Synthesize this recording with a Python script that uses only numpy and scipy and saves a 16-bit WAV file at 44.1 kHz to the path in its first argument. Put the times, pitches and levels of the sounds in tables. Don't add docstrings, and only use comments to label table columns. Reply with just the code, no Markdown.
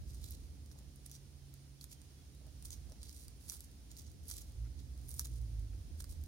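import sys
import numpy as np
from scipy import signal
from scipy.fft import rfft, irfft
from scipy.io import wavfile
from scipy.ndimage import uniform_filter1d

SR = 44100
rng = np.random.default_rng(int(sys.argv[2]) if len(sys.argv) > 2 else 0)


def digitize_waveform(pressure):
    field = np.atleast_2d(pressure).T
    bounded = np.clip(field, -1, 1)
    quanta = np.round(bounded * 32767).astype(np.int16)
    wavfile.write(sys.argv[1], SR, quanta)


N = 276507
TIME = np.arange(N) / SR
HZ = np.fft.rfftfreq(N, 1 / SR)

# start in seconds, level in dB, brightness in dB,
# ring of the stiff piece in Hz, knock of the jaw in dB relative to the level.
VEIN_SNAPS = [(0.1459, -51, 4, 9100, -25), (0.2412, -47.5, 9, 4200, -31), (0.3086, -41.5, 29, 11900, -42),
              (0.7147, -54.5, -7, 5600, -18), (0.9597, -53.5, 18, 9700, -34), (1.062, -44.5, 6, 10000, -41),
              (1.097, -53, 0, 6400, -34), (1.1148, -45, -1, 6200, -37), (1.54, -50.5, 3, 11500, -30),
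              (1.8117, -46.5, -6, 4500, -37), (1.8416, -42.5, -3.5, 11300, -26),
              (2.017, -53.5, -10, 9000, -36), (2.3491, -57.5, 5, 9300, -27), (2.625, -47, -4, 9100, -33),
              (2.6507, -45, 1, 9300, -29), (2.6548, -42.5, -4, 9000, -31), (2.7056, -43, -3, 7000, -39),
              (2.921, -52, -3, 5560, -25), (3.0308, -44, -10, 8800, -31), (3.094, -47, -4, 4930, -32),
              (3.282, -47, 1, 4770, -32), (3.4913, -45, 3, 11050, -41), (3.498, -33.5, 0.5, 5900, -48),
              (3.5206, -43, 2, 10700, -25), (3.6062, -44.5, 0, 11500, -45), (3.916, -48.5, -3, 7060, -36),
              (3.9673, -51, -4, 4400, -34), (4.282, -42, 21, 10700, -38), (4.3011, -39.5, 2, 11000, -31),
              (4.313, -36.5, -3, 6300, -31), (4.3678, -42.5, 3, 7500, -42), (5.0916, -41.5, 21, 10100, -41),
              (5.1413, -46, 11, 8850, -36), (5.1946, -27.5, 7, 5780, -29), (5.2108, -43, -2, 10100, -24),
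              (5.2559, -41.5, 4, 6700, -26), (5.27, -47.5, -1, 9700, -39), (6.004, -44, 0, 3600, -20.5),
              (6.0224, -47, 7, 8800, -32), (6.0424, -44.5, 2, 4756, -21), (6.094, -51.5, 3, 8450, -31),
              (6.238, -50.5, -1, 12680, -35)]
# start in seconds, length in seconds,
# level in dB, brightness in dB, ring of the taut piece in Hz.
BLADE_TEARS = [(0.073, 0.071, -62, -4, 4850), (0.226, .125, -56, -3.5, 3900), (0.713, .014, -62, 1, 5600),
               (0.779, 0.011, -60, -4, 6800), (1.056, 0.0073, -52.5, -5, 10200),
               (1.116, 0.046, -57.5, -7, 5850), (1.81, 0.024, -59, -4, 11400),
               (1.911, 0.02, -52, -5, 11600), (2.654, 0.016, -49, -1, 9050),
               (2.712, 0.032, -51.5, -5, 6200), (3.013, 0.11, -61.5, -8, 4370),
               (3.124, 0.13, -59, -2, 9500), (3.478, 0.093, -49, 0, 10900), (3.903, .016, -60.5, -13, 7100),
               (3.967, 0.03, -53, -2, 6140), (4.032, 0.069, -65.5, -11, 6540),
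               (4.281, .06, -50.5, -2.5, 10800), (4.35, 0.075, -53.5, -4, 11400),
               (4.777, 0.042, -64.5, -17, 3540), (5.081, 0.11, -53.5, 4, 9360),
               (5.187, 0.031, -51, -1, 5460), (5.24, 0.032, -58.5, -6, 9200),
               (5.307, 0.082, -63.5, -5, 9250), (5.992, 0.018, -50, -3, 8800), (6.09, 0.038, -56, -1, 8400)]
# frequency in Hz, level in dB per Hz.
LEAF_SPECTRUM = [(300, -33.5), (1200, -24.5), (2200, -14.5), (2900, -15.5), (3500, -9), (4600, -4),
                 (6000, -3), (7700, -4.5), (8800, 3), (10700, -6), (11700, -4.5), (13000, -3), (16000, -8)]
# frequency in Hz, level in dB per Hz.
JAW_SPECTRUM = [(200, -10), (600, -17), (900, -3.5), (1400, -0.5), (2200, -7), (4000, -34), (16000, -22)]
# start in seconds, length in seconds, rough centre in Hz, level in dB.
SCUFF_EVENTS = [(0.71, 0.15, 830, -79), (2.383, .13, 620, -73), (2.861, 0.097, 560, -70),
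                (3.53, 0.038, 1120, -76), (4.638, 0.043, 1800, -76), (5.725, 0.017, 2046, -74)]
# start in seconds, length in seconds, starting pitch in Hz, level in dB.
BIRD_NOTES = [(1.39, 0.093, 3190, -84), (1.77, 0.089, 3430, -79), (1.947, 0.052, 3260, -83),
              (2.135, 0.13, 3430, -81), (2.33, 0.027, 3900, -76)]
# time in seconds, firing rate in Hz, level in dB.
ENGINE_COURSE = [(4.33, 46, -81), (4.48, 50.4, -63), (4.62, 56, -48), (4.76, 60.58, -66.5),
                 (5.08, 63.4, -60), (5.22, 61.93, -61.5), (5.33, 59.7, -51), (5.62, 51.41, -49),
                 (5.78, 47.14, -52.5), (6.02, 39.5, -52.5), (6.27, 38.95, -51)]
# frequency in Hz, level in dB per Hz.
RUMBLE_SPECTRUM = [(20, -66), (36, -20), (48, -4), (60, 2), (76, 1.5), (92, -15.5), (125, -17.5),
                   (300, -65.5), (16000, -100)]
# time in seconds, level in dB.
RUMBLE_SWELL = [(0, -46.5), (.5, -50.5), (1.1, -58), (2.1, -59), (2.8, -52), (3.6, -56.5), (4.2, -52),
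                (4.9, -50), (6.27, -48)]
# frequency in Hz, level in dB per Hz.
DRONE_SPECTRUM = [(40, -38), (90, 7), (150, 1.5), (210, -4), (285, -3), (370, -10.5), (520, -15),
                  (700, -21), (1000, -38.5), (2000, -41), (16000, -92)]
# frequency in Hz, level in dB per Hz.
HISS_SPECTRUM = [(350, -51), (700, -1), (1100, -6), (2500, -5), (3300, -3.5), (5200, -0.5), (6500, -2),
                 (7900, -9), (8700, -3.5), (9200, 0.5), (9550, -3.5), (10100, -4.5), (11200, -8.5),
                 (16000, -11.5)]
# time in seconds, level in dB.
HUM_LEVEL = [(0, -62.5), (.45, -74), (.85, -65), (1.5, -60), (2.15, -68.5), (2.5, -63.5), (3.0, -77)]
# frequency in Hz, likeness from 0 to 1.
LEFT_RIGHT_LIKENESS = [(30, 1), (110, 0.75), (200, 0.84), (350, 0.62), (700, 0.18), (2000, 0.02), (5000, 0),
                       (16000, 0)]

STRAIN_SHARE, STRAIN_DB = 0.8, -10
SLACK_SHARE, SLACK_DB = 0.96, -11.5
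REST_DB, EASE_DB = -17.5, 2.5
GIVE_S, STOP_S = 0.0038, 0.0066
LEAF_LEAD_S = 0.00018
CLICK_SIZE = 110
BIRD_FALL = 0.06
BOOM_HZ, BOOM_WIDTH_HZ, BOOM_DB, FUNDAMENTAL_DB = 56, 20.5, 18, -9.5
DRONE_DB, DRONE_FOLLOWS = -61.5, 0.37
EDGE_HZ = 16000


def snaps():
    out = np.zeros((2, N))
    for start, db, bright_db, ring_hz, _ in VEIN_SNAPS:
        paths = ports(scatter=0.9, ring_s=0.0011, lead_s=LEAF_LEAD_S)
        click = pulse(LEAF_SPECTRUM, bright_db, ring_hz, ring_db=10.0)
        snap = signal.fftconvolve(click[None], paths, axes=1)
        add(out, start, gain_of(db) * np.sqrt(CLICK_SIZE) * snap)
    return out


def knocks():
    out = np.zeros((2, N))
    for start, db, _, _, knock_db in VEIN_SNAPS:
        paths = ports(scatter=0.94, ring_s=0.0099, lead_s=0.000096)
        knock = signal.fftconvolve(pulse(JAW_SPECTRUM)[None], paths, axes=1)
        add(out, start, gain_of(db + knock_db) * np.sqrt(CLICK_SIZE) * knock)
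    return out


def pull(length):
    before = GIVE_S + STRAIN_SHARE * length
    after = STOP_S + SLACK_SHARE * length
    t = np.arange(-before, length + after, 1 / SR)
    stages_s = [-before, 0, GIVE_S, length, length + STOP_S, length + after]
    stages_db = [REST_DB, STRAIN_DB, EASE_DB / 2, -EASE_DB / 2, SLACK_DB, REST_DB]
    return t, gain_of(np.interp(t, stages_s, stages_db))


def cell_bursts(cells_per_s=1400, spread_db=2.4, clump_db=2.4, fibre_share=0.025, fibre_db=7, count=8):
    spread = spread_db * np.minimum(rng.exponential(1, N), 3.3)
    sizes = gain_of(spread + clump_db * drift(66))
    bursts = sizes * rng.choice([-1, 1], N) * (rng.random(N) < cells_per_s / SR)
    bursts *= gain_of(fibre_db * (rng.random(N) < fibre_share))
    spot = rng.integers(0, count, N)
    crackle = np.zeros((2, 1))
    for k in range(count):
        paths = ports(scatter=0.95, ring_s=0.0015, lead_s=LEAF_LEAD_S)
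        crackle = crackle + signal.oaconvolve((bursts * (spot == k))[None], paths, axes=1)
    return crackle


def tears(jaw_db=-29):
    crackle = cell_bursts()
    out = np.zeros((2, N))
    for start, length, db, bright_db, ring_hz in BLADE_TEARS:
        t, effort = pull(length)
        places = round((start + t[0]) * SR) + np.arange(len(t))
        run = gain_of(db) * effort * evened(crackle.take(places, axis=1, mode="wrap"))
        colour = pulse(LEAF_SPECTRUM, bright_db, ring_hz, ring_db=5.0)
        colour = colour + gain_of(jaw_db) * pulse(JAW_SPECTRUM)
        add(out, start + t[0], signal.fftconvolve(run, colour[None], axes=1))
    return out


def ticks(per_s=3, db=-59, spread_db=2):
    sizes = gain_of(db + spread_db * np.minimum(rng.exponential(1, N), 3))
    sizes *= rng.random(N) < per_s / SR
    paths = ports(scatter=1.0, ring_s=0.0015, lead_s=LEAF_LEAD_S)
    click = signal.fftconvolve(pulse(LEAF_SPECTRUM)[None], paths, axes=1)
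    return np.sqrt(CLICK_SIZE) * signal.oaconvolve(sizes[None], click, axes=1)[:, :N]


def scuffs(grain_db=4, room_db=-4):
    out = np.zeros((2, N))
    grit = rng.standard_normal(N) * gain_of(grain_db * drift(130))
    for start, length, hz, db in SCUFF_EVENTS:
        band = signal.butter(2, [hz / 1.5, hz * 1.3], "band", fs=SR)
        noise = signal.lfilter(*band, grit[round(start * SR):round((start + length) * SR)])
        add(out, start, gain_of(db) * evened(noise) * signal.windows.tukey(len(noise), 0.6))
    return out + gain_of(room_db) * room(out)


def birds(room_db=-2):
    out = np.zeros((2, N))
    for start, length, first_hz, db in BIRD_NOTES:
        hz = first_hz * np.linspace(1, 1 - BIRD_FALL, round(length * SR))
        note = np.sqrt(2) * np.sin(2 * np.pi * np.cumsum(hz) / SR)
        add(out, start, gain_of(db) * note * signal.windows.tukey(len(hz), 0.6))
    return out + gain_of(room_db) * room(out, t60=0.26)


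def engine(rough=0.11):
    hz, db = curves(ENGINE_COURSE)
    boom_db = BOOM_DB / (1 + (2 * (hz - BOOM_HZ) / BOOM_WIDTH_HZ) ** 4)
    turn = 2 * np.pi * np.cumsum(hz * (1 + 0.013 * drift(12.5))) / SR
    tone = np.zeros(N)
    for harmonic, lift_db in [(1, FUNDAMENTAL_DB + boom_db), (2, 0)]:
        tone += gain_of(db + lift_db) * np.sin(harmonic * turn) * (1 + rough * drift(14))
    return np.sqrt(2) * tone


def rumble():
    noise = air(RUMBLE_SPECTRUM)
    power = uniform_filter1d(noise[0] ** 2, size=SR // 8)
    return noise / np.sqrt(power) * gain_of(curves(RUMBLE_SWELL)[0])


def drone():
    swell_db = curves(RUMBLE_SWELL)[0]
    return air(DRONE_SPECTRUM) * gain_of(DRONE_DB + DRONE_FOLLOWS * (swell_db - swell_db.mean()))


def hum(centre_hz=137.0):
    tone = np.sqrt(2) * np.sin(2 * np.pi * np.cumsum(centre_hz + 0.5 * drift(2)) / SR)
    return tone * gain_of(curves(HUM_LEVEL)[0] + 1.3 * drift(1.3))


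def hiss():
    return air(HISS_SPECTRUM) * gain_of(-67.5 + 0.54 * drift(2.9))


def background():
    return panned(drone() + hum(), right_db=4.5) + panned(hiss(), right_db=3)


def air(spectrum):
    a, b = rfft(rng.standard_normal((2, N)))
    same = np.clip(read(LEFT_RIGHT_LIKENESS, HZ), -1, 1)
    pair = np.array([a, same * a + np.sqrt(1 - same ** 2) * b])
    return evened(irfft(pair * gain_of(read(spectrum, HZ)), N))


def pulse(spectrum, bright_db=0, ring_hz=1, ring_db=0, size=512):
    hz = abs(np.fft.fftfreq(size, 1 / SR))
    tilt_db = bright_db / 2 * np.tanh(2 * np.log2((hz + 1) / 7800))
    peak_db = ring_db / (1 + ((hz - ring_hz) / 450) ** 2)
    log_gain = np.log(gain_of(read(spectrum, hz) + tilt_db + peak_db))
    click = np.fft.ifft(np.exp(np.conj(signal.hilbert(log_gain)))).real
    return click / np.linalg.norm(click)


def ports(scatter, ring_s, lead_s, size=400):
    t = np.arange(size) / SR
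    delay = np.array([[0], [lead_s]])
    paths = rng.standard_normal((2, size)) * np.exp(-t / ring_s) * (t > delay + 0.0002)
    paths *= scatter / np.linalg.norm(paths, axis=1, keepdims=True)
    paths[0, 0] += 1
    paths[1, round(lead_s * SR)] += 1
    return paths / np.sqrt(1 + scatter ** 2)


def room(x, t60=0.085):
    t = np.arange(SR // 2) / SR
    tail = rng.standard_normal((2, len(t))) * gain_of(-60 * t / t60) * np.minimum(1, t / 0.00095)
    return signal.oaconvolve(x, tail / np.linalg.norm(tail[0]), axes=1)[:, :N]


def drift(rate_hz):
    return evened(irfft(rfft(rng.standard_normal(N)) / (1 + (HZ / rate_hz) ** 4), N))


def gain_of(db):
    return 10 ** (np.asarray(db) / 20)


def evened(x):
    return x / np.sqrt(np.mean(x ** 2) + 1e-20)


def read(points, hz):
    f, value = np.transpose(points)
    return np.interp(np.log(hz + 1), np.log(f + 1), value)


def curves(rows):
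    s, *columns = np.transpose(rows)
    return [np.interp(TIME, s, c) for c in columns]


def add(mix, start, sound):
    part = mix[..., max(round(start * SR), 0):][..., :sound.shape[-1]]
    part += sound[..., :part.shape[-1]]


def panned(x, right_db):
    return x * gain_of([[-right_db / 2], [right_db / 2]])


def scene(room_db=-10, knock_db=5.0):
    leaf = gain_of(-3) * (snaps() + ticks()) + gain_of(-2) * tears()
    leaf = panned(leaf, right_db=4.3)
    eating = leaf + gain_of(room_db) * room(leaf) + gain_of(knock_db) * knocks()
    deep = panned(rumble() + engine(), right_db=3.4)
    return eating + scuffs() + birds() + deep + background()


def record(dry):
    low_pass = signal.firwin(401, EDGE_HZ, window=("kaiser", 9), fs=SR)
    return signal.oaconvolve(dry, low_pass[None], "same")


dry = scene()
out = record(dry)
digitize_waveform(out)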